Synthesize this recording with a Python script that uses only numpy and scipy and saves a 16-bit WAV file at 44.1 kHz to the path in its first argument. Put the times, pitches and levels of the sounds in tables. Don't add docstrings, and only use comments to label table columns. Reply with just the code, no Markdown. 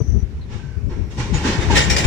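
import sys
import numpy as np
from scipy import signal
from scipy.io import wavfile
from scipy.ndimage import uniform_filter1d, map_coordinates

SR = 44100
rng = np.random.default_rng(int(sys.argv[2]) if len(sys.argv) > 2 else 0)


def pcm_store(signal):
    levels = np.round(np.clip(np.atleast_2d(signal), -1, 1) * 32767)
    wavfile.write(sys.argv[1], SR, levels.astype(np.int16).T)


N = 90890
TIME = np.arange(N) / SR
EDGES_HZ = np.concatenate([np.geomspace(20, 640, 10, endpoint=False), np.geomspace(640, 15000, 19)])
CENTRES_HZ = np.sqrt(EDGES_HZ[1:] * EDGES_HZ[:-1])


def from_db(db):
    return 10 ** (np.asarray(db) / 20)


def rms_one(x):
    return x / np.sqrt(np.mean(x ** 2) + 1e-20)


def in_time(rows):
    return np.interp(TIME, *np.transpose(rows))


def at_hz(points, hz):
    curve_hz, values = np.transpose(points)
    return np.interp(np.log(hz), np.log(curve_hz), values)


def panned(db):
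    pair = from_db(np.array([db / 2, -db / 2]))
    return pair / np.sqrt(np.mean(pair ** 2, axis=0))


def drift(rate_hz):
    step = 20
    pole = np.exp(-2 * np.pi * rate_hz * step / SR)
    noise = rng.standard_normal(N // step + 2002)
    slow = signal.lfilter([1], [1, -2 * pole, pole * pole], noise)[2000:]
    return np.interp(np.arange(N) / step, np.arange(len(slow)), rms_one(slow))


def band_gains(spectrum):
    gain = from_db(at_hz(spectrum, CENTRES_HZ)) * np.sqrt(np.diff(EDGES_HZ))
    return gain / np.linalg.norm(gain)


def noise_bands(patchy_db, likeness):
    white = rng.standard_normal((2, 2, N))
    bands = []
    for k, hz in enumerate(CENTRES_HZ):
        sos = signal.butter(3, EDGES_HZ[k:k + 2], "band", fs=SR, output="sos")
        mid, side = signal.sosfilt(sos, white[k % 2])
        alike = np.clip(at_hz(likeness, hz), -1, 1)
        stereo = np.sqrt(1 + alike) * mid + np.sqrt(1 - alike) * side * [[1], [-1]]
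        bands.append(rms_one(stereo * from_db(patchy_db * drift(6.5))))
    return np.array(bands)


def coloured(spectrum, bands, pan_db=0):
    gains = band_gains(spectrum) * panned(pan_db + 0 * CENTRES_HZ)
    return np.einsum("cb,bcn->cn", gains, bands)


def burst(start_s, rise_s, t60_s):
    age = TIME - start_s
    return np.clip(age / rise_s, 0, 1) * from_db(-60 * np.maximum(age - rise_s, 0) / t60_s)


# f/Hz, left-right correlation
LIKENESS = [(280, 0.97), (600, 0.95), (1200, 0.074), (2500, 0.035), (4000, -0.091), (8000, 0.15)]
# centre t/s, half length to 1/e power/s, level before low cut/dB
BUFFETS = [(.01, 0.0092, -5), (0.092, 0.013, -8.5), (0.153, 0.029, -8), (0.232, 0.0058, -6),
           (0.556, 0.0074, -16), (0.774, 0.0085, -14), (0.855, 0.028, -13.5), (1.002, 0.035, -14.5),
           (1.327, 0.024, -10.5), (1.586, 0.0069, -9), (1.724, 0.054, -10.5), (1.905, 0.051, -12.5),
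           (2.06, 0.0067, -1.5)]
# f/Hz, relative level/(dB per Hz)
WIND = [(20, -38), (36, 4.5), (52, 6), (75, 11), (115, -5.5), (210, -11), (400, -23.5), (800, -45),
        (14000, -100)]
BREEZE_DB, WIND_LOW_CUT_HZ = -28, 48.5


def wind():
    power = from_db(BREEZE_DB) ** 2
    for centre_s, half_s, db in BUFFETS:
        power = power + from_db(db) ** 2 * np.exp(-((TIME - centre_s) / half_s) ** 2)
    eddies = coloured(WIND, noise_bands(patchy_db=-0.5, likeness=LIKENESS))[0]
    eddies = eddies / np.sqrt(uniform_filter1d(eddies ** 2, size=1500) + 0.0033)
    low_cut = signal.butter(4, WIND_LOW_CUT_HZ, "high", fs=SR, output="sos")
    left = signal.sosfilt(low_cut, np.sqrt(power) * eddies)
    return np.array([left, np.zeros(N)])


# t/s, level/dB
RUMBLE_LEVEL = [(0, -29.5), (.5, -40), (1.12, -33), (1.2, -29.5), (1.3, -30.5), (1.5, -23), (1.63, -29.5),
                (1.76, -20.5), (1.92, -26.5), (2.06, -21.5)]
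# f/Hz, relative level/(dB per Hz)
RUMBLE = [(25, -35.5), (50, 8), (75, 6), (130, 4.5), (220, -3.5), (320, -11), (470, -14.5), (600, -38),
          (900, -51.5)]
# t/s, level/dB
ROLL_LEVEL = [(0, -51.5), (1.15, -51), (1.4, -36), (1.7, -29.5), (2.06, -29)]
# f/Hz, relative level/(dB per Hz)
ROLL = [(300, 0.5), (900, 0), (1200, -2.5), (2100, -0.5), (3400, -10.5), (6000, -12), (9000, -29.5),
        (14000, -63.5)]
# f/Hz, left minus right/dB
FAR_PAN = [(300, 0.5), (1000, -1.5), (2200, -13), (4000, 5), (6000, 4)]
DRONE_HZ, DRONE_WANDER_HZ, DRONE_RE_RUMBLE_DB = 402.3, 11.6, -17.5


def wheels():
    bands = noise_bands(patchy_db=1.5, likeness=LIKENESS)
    phase = 2 * np.pi * DRONE_HZ * TIME
    hum = drift(DRONE_WANDER_HZ) * np.cos(phase) + drift(DRONE_WANDER_HZ) * np.sin(phase)
    low = coloured(RUMBLE, bands, pan_db=2.5) + from_db(DRONE_RE_RUMBLE_DB) * hum
    rumble = from_db(in_time(RUMBLE_LEVEL)) * low
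    hiss = from_db(in_time(ROLL_LEVEL)) * coloured(ROLL, bands, at_hz(FAR_PAN, CENTRES_HZ))
    return rumble + hiss


# t/s, length/s, start f/Hz, glide/(Hz per s), wander rate/Hz, start level before flutter/dB,
# left minus right/dB
SQUEALS = [(-.03, 0.27, 5950, -13, 170, -47.5, 34), (0.409, 0.05, 4210, -8000, 300, -53.5, 12),
           (0.594, 0.22, 1570, -260, 50, -51, -5.5), (0.883, 0.26, 5560, 0, 130, -59, 17),
           (1.338, 0.05, 6760, 11, 34.8, -32.5, -9), (1.698, 0.058, 949, -2800, 30, -22.5, -2),
           (1.815, 0.05, 7140, -3.5, 40, -30, 10)]
SQUEAL_RISE_S, SQUEAL_FALL_S = 0.004, 0.015
SQUEAL_FADE_DB, SQUEAL_FLUTTER_DB = -6.5, 4
CHATTER_RADIANS = .9


def squeals():
    out = 0
    for start_s, length_s, hz, glide, wander_hz, db, pan_db in SQUEALS:
        age = np.clip(TIME - start_s, 0, length_s)
        gate = np.clip(np.minimum(age / SQUEAL_RISE_S, (length_s - age) / SQUEAL_FALL_S), 0, 1)
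        phase = 2 * np.pi * np.cumsum(hz + glide * age) / SR + CHATTER_RADIANS * drift(wander_hz)
        tone = np.sqrt(2) * np.sin(phase) * from_db(SQUEAL_FLUTTER_DB * drift(wander_hz))
        level = from_db(db + SQUEAL_FADE_DB * age / length_s)
        out = out + level * gate * tone * panned(pan_db)[:, None]
    return out


# t/s, level/dB, start f/Hz, left minus right/dB
THUDS = [(0.346, -24, 81.4, -25), (0.635, -27, 161.1, 16), (1.18, -22.5, 141.4, -2),
         (1.322, -19.5, 181.3, 7), (1.448, -20, 271, 3.5), (1.7, -20.5, 234.4, -1)]
THUD_RISE_S, THUD_T60_S = 0.006, 0.42
THUD_WANDER_HZ, THUD_SAG_OCT_PER_S = 13.7, 7


def thuds():
    out = 0
    for start_s, db, hz, pan_db in THUDS:
        pitch_hz = hz * 2 ** (-THUD_SAG_OCT_PER_S * np.maximum(TIME - start_s, 0))
        phase = 2 * np.pi * np.cumsum(pitch_hz) / SR + drift(THUD_WANDER_HZ)
        boom = burst(start_s, THUD_RISE_S, THUD_T60_S) * np.sqrt(2) * np.sin(phase)
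        out = out + from_db(db) * boom * panned(pan_db)[:, None]
    return out


# t/s, level at 2 kHz tilt pivot/dB, rise/s, t60/s, nearness 0-1, tilt/(dB per octave),
# lower ring f/Hz, upper ring f/Hz
CRASHES = [(0.481, -37.5, 0.054, 0.67, 0.03, -1, 2840, 5600),
           (0.888, -39, 0.022, 0.73, 0.05, -3.5, 945, 1570), (1.097, -40.5, 0.017, 1, 0, 1, 2250, 3700),
           (1.167, -25, 0.032, 0.57, 0.05, -0.5, 1000, 2380),
           (1.326, -25.5, 0.017, 0.96, 0.04, 0, 838, 7150),
           (1.426, -19, 0.042, 0.75, 0.1, -0.5, 1570, 1860),
           (1.593, -24.5, 0.035, 0.16, 0.58, -1, 2250, 3682), (1.689, -20, 0.025, 1, 0.08, 0, 832, 1570),
           (1.744, -10.5, 0.027, 0.33, 0.88, 1.2, 1814, 3780),
           (1.896, -15, 0.0063, 0.26, 1, 2.3, 2380, 5545), (1.963, -16.5, 0.0018, 0.22, 1, 2.5, 1887, 4900),
           (1.981, -17, 0.0032, 0.21, 1, 2, 3300, 5440), (2.029, -19, 0.02, 0.36, 0.74, -0.5, 3280, 7150)]


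def crash_shapes():
    return np.array([burst(start_s, rise_s, t60_s) for start_s, _, rise_s, t60_s, *_ in CRASHES])


# f/Hz, relative level/(dB per Hz)
FAR_CRASH = [(150, -1.5), (250, -1), (400, -0.5), (620, -20), (950, -3), (1220, -11.5), (1750, -9.5),
             (2600, -11), (4700, -17), (6000, -14), (8500, -27.5), (11000, -57)]
NEAR_CRASH = [(150, -10), (300, 0.5), (800, 1.5), (1230, -12), (1900, -2.5), (2350, -2), (2850, -4),
              (3500, -7), (4400, -11.5), (5600, -9.5), (8300, -20), (10300, -33.5), (14000, -42.5)]
# f/Hz, left minus right/dB
NEAR_PAN = [(300, -4.5), (1000, 1.5), (2200, -5), (4000, 4), (6500, 11.5), (12000, 5.5)]
# f/Hz, left-right correlation before the lag
NEAR_LIKENESS = [(300, 0.95), (750, 0.96), (1500, 1), (2500, 0.64), (6000, 0.36)]
NEAR_LAG_S = .00056
CRASH_PATCHY_DB, RATTLE_DB, RATTLE_HZ = 1.2, 0.48, 224


def crashes():
    _, db, _, _, near, tilt, *_ = np.transpose(CRASHES)
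    near = np.clip(near, 0, 1)
    shapes = crash_shapes()

    def rattle(share, spectrum, pan, likeness):
        gains = band_gains(spectrum) * panned(at_hz(pan, CENTRES_HZ))
        bands = noise_bands(CRASH_PATCHY_DB, likeness) * gains.T[:, :, None]
        out = 0
        for band, hz in zip(bands, CENTRES_HZ):
            powers = share * from_db(db + tilt * np.log2(hz / 2000)) ** 2
            out = out + band * np.sqrt(powers @ shapes ** 2)
        return out

    left, right = rattle(near, NEAR_CRASH, NEAR_PAN, NEAR_LIKENESS)
    late_right = np.roll(right, int(NEAR_LAG_S * SR)) * (TIME > NEAR_LAG_S)
    far = rattle(1 - near, FAR_CRASH, FAR_PAN, LIKENESS)
    return (np.array([left, late_right]) + far) * from_db(RATTLE_DB * drift(RATTLE_HZ))


ECHO_S, ECHO_SHARE, ECHO_WANDER_S = (.0023, .0041, .0067), .31, .00006


def among_cars(x):
    echoes = 0
    for delay_s in ECHO_S:
        then_s = TIME - delay_s * rng.uniform(.8, 1.2) - ECHO_WANDER_S * drift(2)
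        echoes = echoes + np.array([map_coordinates(side, [then_s * SR]) for side in x])
    return (x + ECHO_SHARE * echoes) / np.sqrt(1 + len(ECHO_S) * ECHO_SHARE ** 2)


# f/Hz, relative level/dB
STEEL_MODES = [(832, -4), (977, -3), (1570, -3), (1840, 0), (1892, -1), (2250, -6), (2380, -5), (2840, -3),
               (3541, -5), (3682, -3), (4897, -6), (5367, -6), (5545, -4), (7150, -7), (7880, -4),
               (12070, -14)]
STEEL_DB, STEEL_FAR_DB, AIR_DB_PER_HZ = -1.5, -7.5, -.001
OFF_PITCH_DB, RING_FOCUS_OCT = -15, .04
CHATTER_HZ, CHATTER_DB = 34, 3


def ringing_steel():
    _, db, _, _, near, _, *ring_hz = np.transpose(CRASHES)
    shapes = crash_shapes()
    out = 0
    for hz, mode_db in STEEL_MODES:
        octaves_off = np.log2(hz / np.array(ring_hz))
        off_pitch = 1 - np.exp(-(octaves_off / RING_FOCUS_OCT) ** 2).max(axis=0)
        distance_db = (STEEL_FAR_DB + AIR_DB_PER_HZ * hz) * (1 - near)
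        strengths = from_db(STEEL_DB + mode_db + db + distance_db + OFF_PITCH_DB * off_pitch)
        envelope = np.sqrt(strengths ** 2 @ shapes ** 2) * from_db(CHATTER_DB * drift(CHATTER_HZ))
        turns = hz * TIME + rng.random((2, 1)) / 3
        phase = 2 * np.pi * turns + CHATTER_RADIANS * drift(CHATTER_HZ)
        out = out + envelope * np.sin(phase) * panned(at_hz(NEAR_PAN, hz))[:, None]
    return out


def scene():
    return wind() + wheels() + squeals() + thuds() + among_cars(crashes()) + ringing_steel()


CUTOFF_HZ = 14500


def record(dry):
    rounded = dry / (1 + dry ** 6) ** (1 / 6)
    return signal.sosfilt(signal.ellip(10, .1, 80, CUTOFF_HZ, fs=SR, output="sos"), rounded)


dry = scene()
out = record(dry)
pcm_store(out)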